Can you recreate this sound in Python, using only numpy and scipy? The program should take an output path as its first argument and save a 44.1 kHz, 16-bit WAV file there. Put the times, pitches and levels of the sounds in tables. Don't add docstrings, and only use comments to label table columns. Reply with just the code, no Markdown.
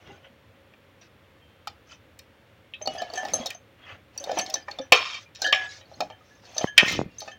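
import sys
import numpy as np
from scipy import signal
from scipy.fft import rfft, irfft, next_fast_len
from scipy.io import wavfile

SR = 44100
rng = np.random.default_rng(int(sys.argv[2]) if len(sys.argv) > 2 else 0)


def nominal_scale(level):
    x = np.asarray(level, float) / 20
    return 10 ** x


def pcm_store(signal):
    levels = np.round(np.clip(np.atleast_2d(signal), -1, 1) * 32767)
    wavfile.write(sys.argv[1], SR, levels.astype(np.int16).T)


N = 325458


def rms_one(x):
    return x / np.sqrt(np.mean(x ** 2) + 1e-20)


def at_hz(points, hz):
    point_hz, level_db = np.transpose(points)
    return np.interp(np.log(hz), np.log(point_hz), level_db)


def add(out, s, x):
    i = max(round(s * SR), 0)
    out[i:i + len(x)] += x[:N - i]


def filtered(x, order, hz, kind="low"):
    return signal.sosfilt(signal.butter(order, hz, kind, fs=SR, output="sos"), x)


def coloured(x, spectrum):
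    low, high = spectrum[0][0], spectrum[-1][0]
    edges = np.geomspace(low, high, num=int(3 * np.log2(high / low)) + 2)
    total = 0
    for k, (a, b) in enumerate(zip(edges, edges[1:])):
        total = total + nominal_scale(at_hz(spectrum, np.sqrt(a * b))) * filtered(x[k % 2], 2, [a, b], "band")
    return rms_one(total)


def resonance(x, hz, width_hz):
    r = np.exp(-np.pi * width_hz / SR)
    poles = [1, -2 * r * np.cos(2 * np.pi * hz / SR), r * r]
    return signal.lfilter([(1 - r * r) / 2, 0, (r * r - 1) / 2], poles, x)


def struck(hz, gains, t60, rise_s):
    t = np.arange(int(np.max(t60) * SR), dtype=np.float32) / SR
    turn = np.float32(2 * np.pi * hz)[:, None]
    fall = np.float32(np.log(1000) / t60)[:, None]
    modes = np.sin(turn * t) * np.exp(-fall * t)
    return (gains @ modes) * (1 - np.exp(-t / rise_s))


def shatter(top_hz):
    return rms_one(filtered(rng.standard_normal(N), 2, top_hz))


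# mode in Hz, level in dB, t60 in s.
SHELL = [(1254, 4.5, 0.32), (1820, -5.5, 0.4), (2454, -8.5, 0.85), (2364, -10, 0.56), (2613, -15.5, 0.25),
         (2600, -22, 0.38), (2790, -15.5, 0.15), (3115, 6, 0.14), (3733, -9, 0.22), (4290, -11.5, 0.083),
         (4456, -18.5, 0.3), (5260, -12, 0.21), (5879, -12.5, 0.09), (6990, -23.5, 0.07)]
# mode in Hz, level in dB, t60 in s.
HOLLOW = [(309, -11, 0.034), (460, -9, 0.034), (554.4, -7, 0.086), (648, 4, 0.044), (720.4, 3.5, 0.04),
          (817, -5, 0.097)]
# Hz, dB per Hz.
TOP_TONE = [(7000, -3), (8500, -6), (10000, -10.5), (12000, -8.5), (13700, -15), (15200, -10.5),
            (17000, -16.5)]
# start in s, shell, hollow and thin edge in dB.
TAPS = [
    (0.0719, -57, -58, -59),
    (0.7358, -37.5, -55, -68),
    (1.014, -51, -53, -60),
    (1.6724, -21, -41.5, -29),
    (2.1907, -34.5, -82, -41.5),
    (2.7384, -31.5, -70, -58),
]
# start in s, shell, hollow and thin edge in dB.
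FIRST_JIGGLE = [(2.8124, -29.5, -31.5, -49), (2.8561, -54, -31, -40), (2.8737, -26.5, -15.5, -31),
                (2.9507, -32, -28.5, -46.5), (3.0181, -26.5, -22.5, -33.5), (3.1009, -67.5, -31, -52),
                (3.1358, -33.5, -27, -35.5), (3.1552, -45.5, -33, -37.5), (3.1753, -26, -50.5, -37),
                (3.2305, -42, -26, -47.5), (3.2505, -29.5, -29.5, -34.5), (3.2846, -23, -35, -38.5),
                (3.3357, -43, -20.5, -27.5), (3.459, -36, -28, -26.5), (3.4668, -31, -55, -25.5),
                (3.5039, -16.5, -46, -32.5)]
# start in s, shell, hollow and thin edge in dB.
SECOND_JIGGLE = [(4.177, -37, -62, -47), (4.24, -49, -30, -30.5), (4.273, -47, -31, -67),
                 (4.2944, -32, -18.5, -42), (4.3148, -30, -22.5, -38), (4.372, -21, -18, -53),
                 (4.3894, -16, -18.5, -30), (4.4627, -49, -60, -36.5), (4.4994, -37, -40, -29),
                 (4.54, -28.5, -30, -22), (4.5552, -31, -29, -34.5), (4.6835, -33, -31, -48.5),
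                 (4.7116, -32, -40.5, -39.5), (4.787, -32.5, -24.5, -38.5)]
# start in s, shell, hollow and thin edge in dB, ring t60 in s.
PIECES = [(4.9209, 3, -8, -14.5, 0.084), (5.1409, -32.5, -50, -43.5, 0.2),
          (5.3492, -37.5, -68.5, -41.5, 0.14), (5.4182, -34, -26.5, -22.5, 0.078),
          (5.4648, -41, -29, -32, 0.11), (5.5251, 0, -20, -25.5, 0.069), (5.5296, -19, -48, -42, 0.065),
          (5.5459, -17, -26, -34.5, 0.11), (5.809, -40, -48, -65.5, 0.11),
          (5.915, -61.5, -34.5, -62.5, 0.028), (6.0047, -20.5, -14.5, -29.5, 0.056),
          (6.1004, -33, -31.5, -54.5, 0.07), (6.451, -48, -59.5, -54, 0.12),
          (6.565, -44.5, -30.5, -41.5, 0.17), (6.5809, -29.5, -26.5, -27, 0.044),
          (6.6099, -25.5, -20.5, -41.5, 0.067), (6.7779, 11, -41.5, -12, 0.055),
          (6.7839, -8, -20, -27, 0.091), (6.791, -12, -37.5, -49.5, 0.048), (6.8787, -19.5, -34, -33, 0.31),
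          (7.2027, -41, -71, -42, 0.15), (7.219, -47, -30, -44, 0.037), (7.277, -34, -30, -50.5, 0.12)]


def knocks():
    tap_t60_s, jiggle_t60_s = 0.043, 0.04
    crack_db, crack_steepness, crack_knee_db = -6.5, .45, -30
    out, rings = np.zeros(N), np.zeros(N)
    hz, level_db, ring_s = np.repeat(np.transpose(SHELL), 3, axis=1)
    low_hz, low_db, low_s = np.transpose(HOLLOW)
    hiss = coloured(rng.standard_normal((2, N)), TOP_TONE)
    blows = [(*r, tap_t60_s) for r in TAPS] + [(*r, jiggle_t60_s) for r in FIRST_JIGGLE + SECOND_JIGGLE] + PIECES
    for s, shell_db, hollow_db, edge_db, t60 in blows:
        t60 = np.clip(t60, .02, .3)
        odd, detune = rng.standard_normal((2, len(hz)))
        lean_db = np.select([hz < 1500, hz < 3350], [hollow_db - 21, shell_db - 17], edge_db)
        gains = nominal_scale(0.41 * level_db + lean_db + 2 * odd) * rng.choice([-1, 1], len(hz))
        mode_t60 = t60 * (ring_s / ring_s.mean()) ** .4
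        shell = struck(hz * (1 + .03 * detune), gains, mode_t60, rise_s=.0014)
        add(rings, s, shell)

        odd, detune = rng.standard_normal((2, len(low_hz)))
        boom = struck(low_hz * (1 + 0.04 * detune), nominal_scale(low_db + 2.5 * odd), low_s, rise_s=0.0025)
        add(out, s, nominal_scale(hollow_db - 4.0) * boom)

        top_db = edge_db + crack_db + crack_steepness * min(edge_db - crack_knee_db, 0)
        i = round(s * SR)
        t = np.arange(len(shell))[:N - i] / SR
        decay = nominal_scale(-60 * t / .02) + .08 * nominal_scale(-60 * t / t60)
        add(out, s, nominal_scale(top_db - 8.5) * decay * hiss[i:i + len(t)])
    return out + rings * (1 + .45 * shatter(top_hz=350))


# Hz, level in dB, t60 in s.
FIRST_CRASH = [(720, -13, .15), (1056, -6, 0.15), (1200, -8.5, 0.19), (1850, -15.5, .1), (2270, -2.5, .097),
               (2424, -5.5, .25), (2627, 0, .11), (2744, -3, 0.085), (3070, -8.5, 0.14), (3200, -4.5, .12),
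               (3700, -11, 0.23), (4470, -16, 0.2), (5290, -13.5, .16)]
SECOND_CRASH = [(2050, 0, 0.094), (2140, -4, .14), (2430, -1, .16), (2670, -1, 0.12), (2960, -3, 0.14),
                (3310, -5, 0.11), (3500, 0, 0.12), (5350, -5, .11)]
THIRD_CRASH = [(1843, -1, 0.17), (2352, 1.5, 0.13), (2480, -9.5, 0.22), (2606, -12, 0.37), (3058, -3, 0.13),
               (3250, -8, 0.11), (3456, -19.5, 0.17), (3813, -8.5, 0.063)]
SOFT_TICK = [(2595, 4, 0.12), (3135, 5, 0.066), (3360, -6, 0.078), (3740, -9, 0.14)]
# start in s, blow in dB, clatter in dB, clatter length in s.
CRASH_BLOWS = [
    (4.922, -10, -35, .27),
    (5.526, -24, -40.5, .14),
    (6.779, -9.5, -31, .2),
    (2.737, -38, -48, 0.054),
]


def crashes():
    clatter_per_s, fade_db, damping = 400, 15, 0.27
    out = np.zeros(N)
    for modes, blow in zip([FIRST_CRASH, SECOND_CRASH, THIRD_CRASH, SOFT_TICK], CRASH_BLOWS):
        s, db, clatter_db, lasts_s = blow
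        hz, level_db, t60 = np.transpose(modes)
        signs = (-1) ** np.arange(len(hz))
        add(out, s, struck(hz, nominal_scale(db + level_db) * signs, t60, rise_s=0.00027))
        for k in range(min(int(clatter_per_s * lasts_s), 150)):
            ago_s = (k + 2 * rng.random()) / clatter_per_s
            odd = rng.standard_normal(len(hz))
            tick_db = clatter_db + 1.9 * min(rng.exponential(1), 2) - fade_db * ago_s / lasts_s
            tick_db = tick_db - 10 * (hz < 900)
            gains = nominal_scale(tick_db + .5 * level_db + 4.5 * odd) * np.sign(odd[::-1])
            tick = struck(hz * (1 + 0.016 * odd[::-1]), gains, damping * t60, rise_s=.001)
            add(out, s + ago_s, tick)
    return out * (1 + .35 * shatter(top_hz=250))


HELD_AGAIN_S = 5.8
# mode in Hz, level in dB, t60 in s.
GLASS = [
    [(1686, 2, 0.6), (1770, -10, 0.3)],
    [(748, -5.5, 0.39)],
    [(3128, -2, .17), (2930, 0.5, 0.04)],
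    [(6215, 0.5, 0.054), (6370, -13, .15)],
]
# mode in Hz, level in dB, t60 in s.
HELD_RIM = [(1760, 2, 0.22), (1690, -4.5, 0.18)]
# start in s, bowl rim, bowl base and blade in dB.
CLINKS = [(2.821, -59.5, -56, -37), (2.9753, -57, -39.5, -61), (2.9822, -41.5, -35, -38),
          (3.156, -49, -46.5, -31.5), (3.1744, -40, -25, -28.5), (3.3353, -49, -24.5, -13.5),
          (3.547, -75.5, -72, -39.5), (4.1995, -69, -46, -33), (4.2886, -46.5, -50, -60),
          (4.3738, -51, -37, -32), (4.4114, -46, -34, -25), (4.557, -45, -59.5, -42),
          (4.8126, -52, -60, -52), (5.4439, -24.5, -29.5, -30), (5.4674, -65, -78.5, -45),
          (6.12, -53, -44, -66.5), (6.5458, -71, -65.5, -41), (6.5807, -46, -61.5, -28.5),
          (6.6023, -59, -61, -37), (6.672, -39.5, -71, -35), (7.1841, -69, -80, -33.5),
          (7.316, -48, -46, -46)]


def glass_touches(out):
    held_until_s, overtone_db = 5, 2.5
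    for s, rim_db, base_db, blade_db in CLINKS:
        rim = GLASS[0] if held_until_s < s < HELD_AGAIN_S else HELD_RIM
        group_db = rim_db, base_db, rim_db + overtone_db, blade_db
        for modes, db in zip([rim, *GLASS[1:]], group_db):
            hz, level_db, t60 = np.transpose(modes)
            gains = nominal_scale(level_db + 3 * rng.standard_normal(len(hz)))
            add(out[int(s > HELD_AGAIN_S)], s, nominal_scale(db + 3) * struck(hz, gains, t60, rise_s=.0012))


# start in s, level in
# dB, Hz, t60 in s.
PINGS = [(5.4435, -22, 1686, .55), (.1, -43, 810, 0.14), (.13, -49, 1480, .1), (0.091, -43.5, 388, 0.17),
         (1.42, -58.5, 3150, 0.9), (1.672, -27, 824, 0.055), (1.672, -22, 1290, 0.027),
         (3.4, -28, 237, 0.095), (3.463, -32, 3830, 0.11), (4.684, -26, 1807, 0.053),
         (4.797, -28.5, 274, .07), (4.815, -44, 5879, 0.13), (4.922, -15.5, 500, 0.14),
         (5.05, -40, 1215, .3), (5.26, -50, 2400, .1), (5.527, -17, 1180, .06), (5.144, -30.5, 2350, 0.12),
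         (5.446, -32, 4680, 0.21), (5.69, -45, 3950, 0.2), (6.023, -12.5, 735, 0.022),
         (6.878, -28, 2085, 0.3), (7.101, -58, 2760, 0.54)]
# start in
# s, level in dB, Hz, t60 in s.
THUDS = [(2.815, -31.5, 597, 0.075), (2.874, -19, 730, 0.055), (4.94, -25, 442, .15),
         (2.88, -34.5, 248, 0.078), (3.02, -25, 718, 0.065), (3.022, -41, 233, .07),
         (3.14, -26.5, 690, 0.07), (3.155, -37, 384, .09), (3.232, -29.5, 620, 0.063),
         (3.235, -37, 292, .1), (3.25, -22, 800, 0.066), (3.335, -24.5, 533, 0.064),
         (3.347, -28, 790, 0.047), (3.41, -31.5, 550, 0.063), (3.925, -47, 97, .35),
         (4.207, -36, 563, 0.25), (4.273, -25, 585, 0.066), (4.296, -20.5, 556, 0.084),
         (4.33, -27.5, 514, 0.093), (4.32, -42, 254, .12), (4.388, -36, 209, 0.1), (4.388, -24, 674, 0.041),
         (4.412, -32, 600, 0.045), (4.49, -33.5, 764, 0.16), (4.55, -36, 549, 0.11),
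         (4.682, -32, 820, 0.16), (4.8, -24, 532, 0.089), (5.465, -38.5, 310, .07),
         (5.48, -30.5, 537, 0.12), (6.565, -32, 602, 0.1), (7.0617, -25, 190, .04)]
# start in s, level in dB, Hz, t60 in s.
RINGS = [(1.013, -48.5, 5800, 0.062), (2.876, -30.5, 2920, 0.13), (2.975, -38, 1746, 0.36),
         (2.98, -42, 1690, .5), (2.999, -38, 3050, .2), (3.171, -32.5, 1760, 0.38),
         (3.25, -38, 4460, 0.054), (3.399, -38, 4400, 0.039), (3.502, -36, 1865, 0.086),
         (4.28, -42.5, 1700, 0.13), (4.296, -36.5, 1500, 0.1), (4.374, -32, 1250, 0.04),
         (4.539, -29.5, 1070, 0.031), (4.682, -27, 1010, 0.037), (4.68, -33, 1220, .06),
         (4.682, -38, 2336, 0.079), (4.625, -45, 4900, .06), (5.072, -35, 5290, 0.077),
         (5.128, -31, 3200, 0.091), (5.167, -36, 3200, .08), (5.165, -33.5, 2264, 0.059),
         (5.42, -30.5, 1555, 0.091), (5.462, -20, 1520, 0.045), (5.528, -26.5, 1682, 0.62),
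         (5.526, -29.5, 1752, .45), (5.555, -31.5, 752, 0.5), (5.81, -45.5, 3030, 0.064),
         (6.309, -51.5, 1710, 0.24), (6.45, -48, 4320, .1), (6.611, -33.5, 3134, 0.13),
         (6.641, -17, 1900, .01), (6.672, -36, 1688, .3), (6.879, -27, 2140, 0.3), (7.278, -36, 1790, .08),
         (7.277, -40, 2600, .12), (6.9, -46, 1370, .15)]
# start in s, level in dB, Hz.
TIPS = [(2.86, -21.5, 4350), (2.873, -16.5, 4460), (2.984, -25, 4860), (3.1, -33.5, 4430),
        (3.136, -28.5, 4580), (4.177, -21, 5810), (4.181, -27.5, 4570), (4.243, -27, 4390),
        (4.387, -13.5, 5879), (4.395, -18, 4450), (4.541, -11, 6060), (4.539, -21, 4640),
        (4.713, -25.5, 4390), (4.787, -24, 3570), (5.941, -38, 4290), (6.58, -21, 4740), (6.581, -16, 6060)]
# start in s, level in dB, Hz.
SETTLES = [(5.63, -46, 4500), (5.645, -54, 7700), (5.79, -50, 1250), (5.81, -49, 3850), (5.855, -53, 4400),
           (5.955, -52, 6400), (6.209, -50, 1250), (6.35, -57, 6300), (7.203, -38, 4300),
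           (7.218, -36, 6140)]


def single_modes(out):
    tip_t60_s, settle_t60_s = 0.031, .08
    events = PINGS + THUDS + RINGS
    events = events + [(*r, tip_t60_s) for r in TIPS] + [(*r, settle_t60_s) for r in SETTLES]
    for s, db, hz, t60 in events:
        ring = struck(np.array([hz]), nominal_scale([db]), np.array([t60]), rise_s=0.00088)
        add(out[int(s > HELD_AGAIN_S)], s, ring)


def clinks():
    out = np.zeros((2, N))
    glass_touches(out)
    single_modes(out)
    free = np.clip((HELD_AGAIN_S - np.arange(N) / SR) / .05, 0, 1)
    return (free * out[0] + out[1]) * (1 + .18 * shatter(top_hz=120))


# Hz, level in dB, t60 in s.
BLADE_TOP = [(6800, -8, 0.093), (7400, -2.5, .1), (7900, -3, 0.08), (8800, -9.5, 0.058), (9600, -9, 0.091),
             (10040, -3, .11), (11040, -12, .07), (12100, -13.5, .07)]
# start in s, level in dB.
SHIMMERS = [(2.935, -59), (3.136, -57), (3.156, -55), (3.175, -51), (3.3355, -36), (4.2, -57), (4.242, -58),
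            (4.381, -49), (4.391, -43), (4.922, -36), (5.42, -58), (5.445, -59), (6.58, -54), (6.779, -44),
            (6.88, -58), (7.19, -53)]


def shimmer():
    out = np.zeros(N)
    hz, level_db, t60 = np.transpose(BLADE_TOP)
    for s, db in SHIMMERS:
        odd = rng.standard_normal(len(hz))
        gains = nominal_scale(db + level_db + 3.5 * odd) * np.sign(odd[::-1])
        add(out, s, struck(hz, gains, t60, rise_s=0.00081))
    return out * (1 + .4 * shatter(top_hz=300))


# start in s, level in dB.
SNAPS = [(2.1904, -34), (3.3377, -25), (3.2328, -46.5), (3.272, -48), (3.304, -47), (4.232, -44.5),
         (4.444, -42.5), (3.5044, -29.5), (4.177, -30.5), (4.3875, -23.5), (4.9224, -10), (7.2018, -32)]


def foil_snaps():
    out = np.zeros(N)
    hiss = coloured(rng.standard_normal((2, N)), TOP_TONE)
    t = np.arange(SR // 10) / SR
    decay = nominal_scale(-60 * t / 0.015) + .08 * nominal_scale(-60 * t / .1)
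    for s, db in SNAPS:
        i = round(s * SR)
        burst = hiss[i:i + len(t)]
        add(out, s, nominal_scale(db - 12.0) * decay[:len(burst)] * burst)
    return out


# Hz, dB per Hz.
RATTLE_TONE = [(1150, 4.5), (2400, 9), (3300, 10.5), (6500, 11), (8000, -17)]


def rustle():
    low_hz, high_hz = np.geomspace(980, 3300, num=16), np.geomspace(3450, 7800, num=16)
    low_db, high_db = at_hz(RATTLE_TONE, low_hz), at_hz(RATTLE_TONE, high_hz)
    hollow_hz, hollow_db, _ = np.transpose(HOLLOW)
    low = scattered(low_hz, low_db, per_s=3500, width_hz=55)
    high = scattered(high_hz, high_db, per_s=8000, width_hz=90)
    rub = scattered(hollow_hz, hollow_db / 2, per_s=500, width_hz=70)
    foil = coloured(grains(per_s=7700, spread_db=2.0), TOP_TONE) * (1 + .5 * shatter(top_hz=60))
    wash = scattered(low_hz, low_db, per_s=25000, width_hz=110)
    return (bouts() * [low, high, rub, foil, wash]).sum(axis=0)


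def grains(per_s, spread_db):
    sizes = nominal_scale(spread_db * np.minimum(rng.exponential(1, (2, N)), 4)) * rng.choice([-1, 1], (2, N))
    clicks = sizes * (rng.random((2, N)) < per_s / SR)
    return clicks + .15 * rng.standard_normal((2, N))


def scattered(pitches, levels_db, per_s, width_hz):
    sizes = nominal_scale(3.2 * np.minimum(rng.exponential(1, N), 4)) * rng.choice([-1, 1], N)
    ticks = sizes * (rng.random(N) < per_s / SR)
    dealt = rng.integers(0, len(pitches), N)
    hold = 2500
    shift_db = 4.5 * rng.standard_normal((len(pitches), N // hold + 1))
    ticks *= nominal_scale(shift_db)[dealt, np.arange(N) // hold]
    rings = np.zeros(N)
    for k, (hz, db) in enumerate(zip(pitches, levels_db)):
        rings += nominal_scale(db) * resonance(ticks * (dealt == k) + 1e-18, hz, width_hz)
    edges_hz = [.7 * min(pitches), 1.15 * max(pitches)]
    return rms_one(filtered(rings, 3, edges_hz, "band"))


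# peak in s, rise in s, fall in s, level in dB, brightness in dB.
HANDLING = [(.03, 0.2, 0.24, -59, -4), (2.928, 0.13, 0.11, -47, 0), (3.15, 0.012, 0.15, -41.5, -10),
            (3.36, 0.48, .19, -38, 0), (3.92, 0.074, 0.075, -50, -10.5), (4.398, 0.25, 0.033, -36, 0),
            (4.46, .03, 0.16, -43, 2.5), (4.7, 0.05, 0.17, -46.5, -2), (5.452, 0.057, 0.047, -37, 9),
            (5.59, 0.036, 0.088, -45, -10), (6.05, 0.27, 0.048, -53.5, 4), (6.3, 0.16, 0.19, -68.5, 14),
            (6.64, 0.2, 0.046, -38, 3), (7.28, 0.17, 0.047, -52.5, 11)]
SETTLING_BITS = [(.08, 0.089, 0.1, -50, -12), (.25, 0.016, 0.024, -46.5, -28),
                 (1.02, 0.014, 0.049, -52, -1), (1.922, 0.054, 0.035, -46.5, -1.5),
                 (3.9, 0.11, 0.051, -38.5, -20.5), (5.15, 0.08, 0.09, -46.5, 6),
                 (5.72, 0.09, 0.08, -47.5, 9.5), (6.87, .04, 0.068, -32, 4), (6.93, 0.045, 0.085, -36.5, 6)]
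AVALANCHES = [(4.38, .012, .04, -31, -2), (4.945, 0.0067, 0.078, -18, -8.5),
              (5.04, 0.03, 0.096, -36.5, 4.5), (5.57, 0.019, 0.088, -34.5, -5),
              (6.8, 0.024, 0.05, -20.5, -4)]
WRAPPER = [(6.915, 0.075, 0.03, -46.5, 0.0028)]
# low rattle, high rattle, dull rub, foil crackle and dense wash in dB.
HANDLING_MIX = (-5.5, -9.5, -2, -31, -37.5)
SETTLING_MIX = (-4, -6, -17.5, -45, -52)
AVALANCHE_MIX = (-5.5, -9, -18, -40, -14)
WRAPPER_MIX = (-45, -38.5, -34, 1, -31)


def bouts():
    rise_db, fall_db, edge_s = 18.5, 10, .02
    t, levels = np.arange(N) / SR, np.zeros((5, N))
    kinds = [(HANDLING, HANDLING_MIX), (SETTLING_BITS, SETTLING_MIX),
             (AVALANCHES, AVALANCHE_MIX), (WRAPPER, WRAPPER_MIX)]
    for rows, mix_db in kinds:
        for s, rise, fall, db, bright_db in rows:
            near = slice(max(int((s - rise - edge_s) * SR), 0), int((s + fall + edge_s) * SR))
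            ago = t[near] - s
            fade = np.clip(np.minimum(ago + rise, fall - ago) / edge_s + 1, 0, 1)
            swell = fade * nominal_scale(db - np.maximum(-rise_db * ago / rise, fall_db * ago / fall))
            layer_db = np.add(mix_db, np.multiply(bright_db, [0, 0.94, 0, .4, 0]))
            levels[:, near] += nominal_scale(layer_db)[:, None] * swell
    return levels


# start in s, peak in dB.
BUMPS = [(6.6437, 1.5), (6.827, -10.5), (6.832, -1.5), (6.863, -18), (6.879, -14.5), (6.911, -15),
         (6.927, -17), (6.953, -14.5), (6.992, -1), (7.0022, -12), (7.0152, -4)]


def bumps():
    out = np.zeros(N)
    push = np.zeros(int(.05 * SR))
    push[0] = -1
    soft = filtered(push, 3, 720)
    swing = filtered(soft, 3, 120, "high") - resonance(soft, hz=165, width_hz=90)
    swing = swing / np.abs(swing).max()
    for s, db in BUMPS:
        add(out, s - .0005, nominal_scale(db - 9.5) * swing)
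    return out


# Hz, dB per Hz.
ROOM_TONE = [(20, -43.5), (45, -23.5), (97, -1.5), (137, -13.5), (300, -14.5), (700, -22), (2000, -22.5),
             (3300, -27), (4300, -36), (8000, -46), (17500, -47.5)]
# Hz, width in Hz, level in dB.
HUM = [(501, 24, -71.5), (542.6, 14, -67)]
# peak in s, level in dB, length in s.
RUMBLE = [(0.104, -50.5, 0.046), (2.928, -51.5, 0.068), (3.35, -45.5, 0.077), (3.96, -62, 0.04),
          (4.362, -54, 0.028), (6.027, -48, 0.048), (6.975, -36, 0.085)]


def room_tone():
    white = rng.standard_normal((3, N))
    drone, swell = np.zeros(N), np.zeros(N)
    for hz, width_hz, db in HUM:
        drone += nominal_scale(db) * rms_one(resonance(white[2], hz, width_hz))
    t = np.arange(N) / SR
    for s, db, length in RUMBLE:
        swell += nominal_scale(db) * np.exp(-((t - s) / length) ** 2)
    lumps = filtered(rng.standard_normal(N), 2, [70, 330], "band")
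    return nominal_scale(-57) * coloured(white, ROOM_TONE) + drone + swell * rms_one(lumps)


def kitchen(x):
    t60_s, wall_cut_hz = 0.2, 9400
    size = next_fast_len(N + SR)
    w = 2 * np.pi * np.arange(size // 2 + 1) / size
    dull = 1 / (1 + 1j * w * SR / (2 * np.pi * wall_cut_hz))
    response = 0
    for k, lag_s in enumerate(rng.uniform(.008, .03, 10)):
        loop = nominal_scale(-60 * lag_s / t60_s) * dull * np.exp(-1j * w * lag_s * SR)
        response = response + (-1) ** k * loop / (1 - loop)
    return irfft(rfft(x, size) * response, size)[:N]


def scene():
    counter = knocks() + foil_snaps() + clinks() + rustle()
    wet = counter + nominal_scale(-20) * kitchen(counter)
    return (wet + crashes() + shimmer() + bumps() + room_tone())[None]


def top_cut(x):
    return signal.sosfilt(signal.butter(12, 16420, fs=SR, output="sos"), x)


def record(dry):
    port = dry[0] + resonance(dry[0], hz=15500, width_hz=1500)
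    cut = signal.sosfilt(signal.ellip(6, .5, 30, 15950, fs=SR, output="sos"), port)
    return top_cut(np.clip(cut, -1, 1)[None])


dry = scene()
out = record(dry)
pcm_store(out)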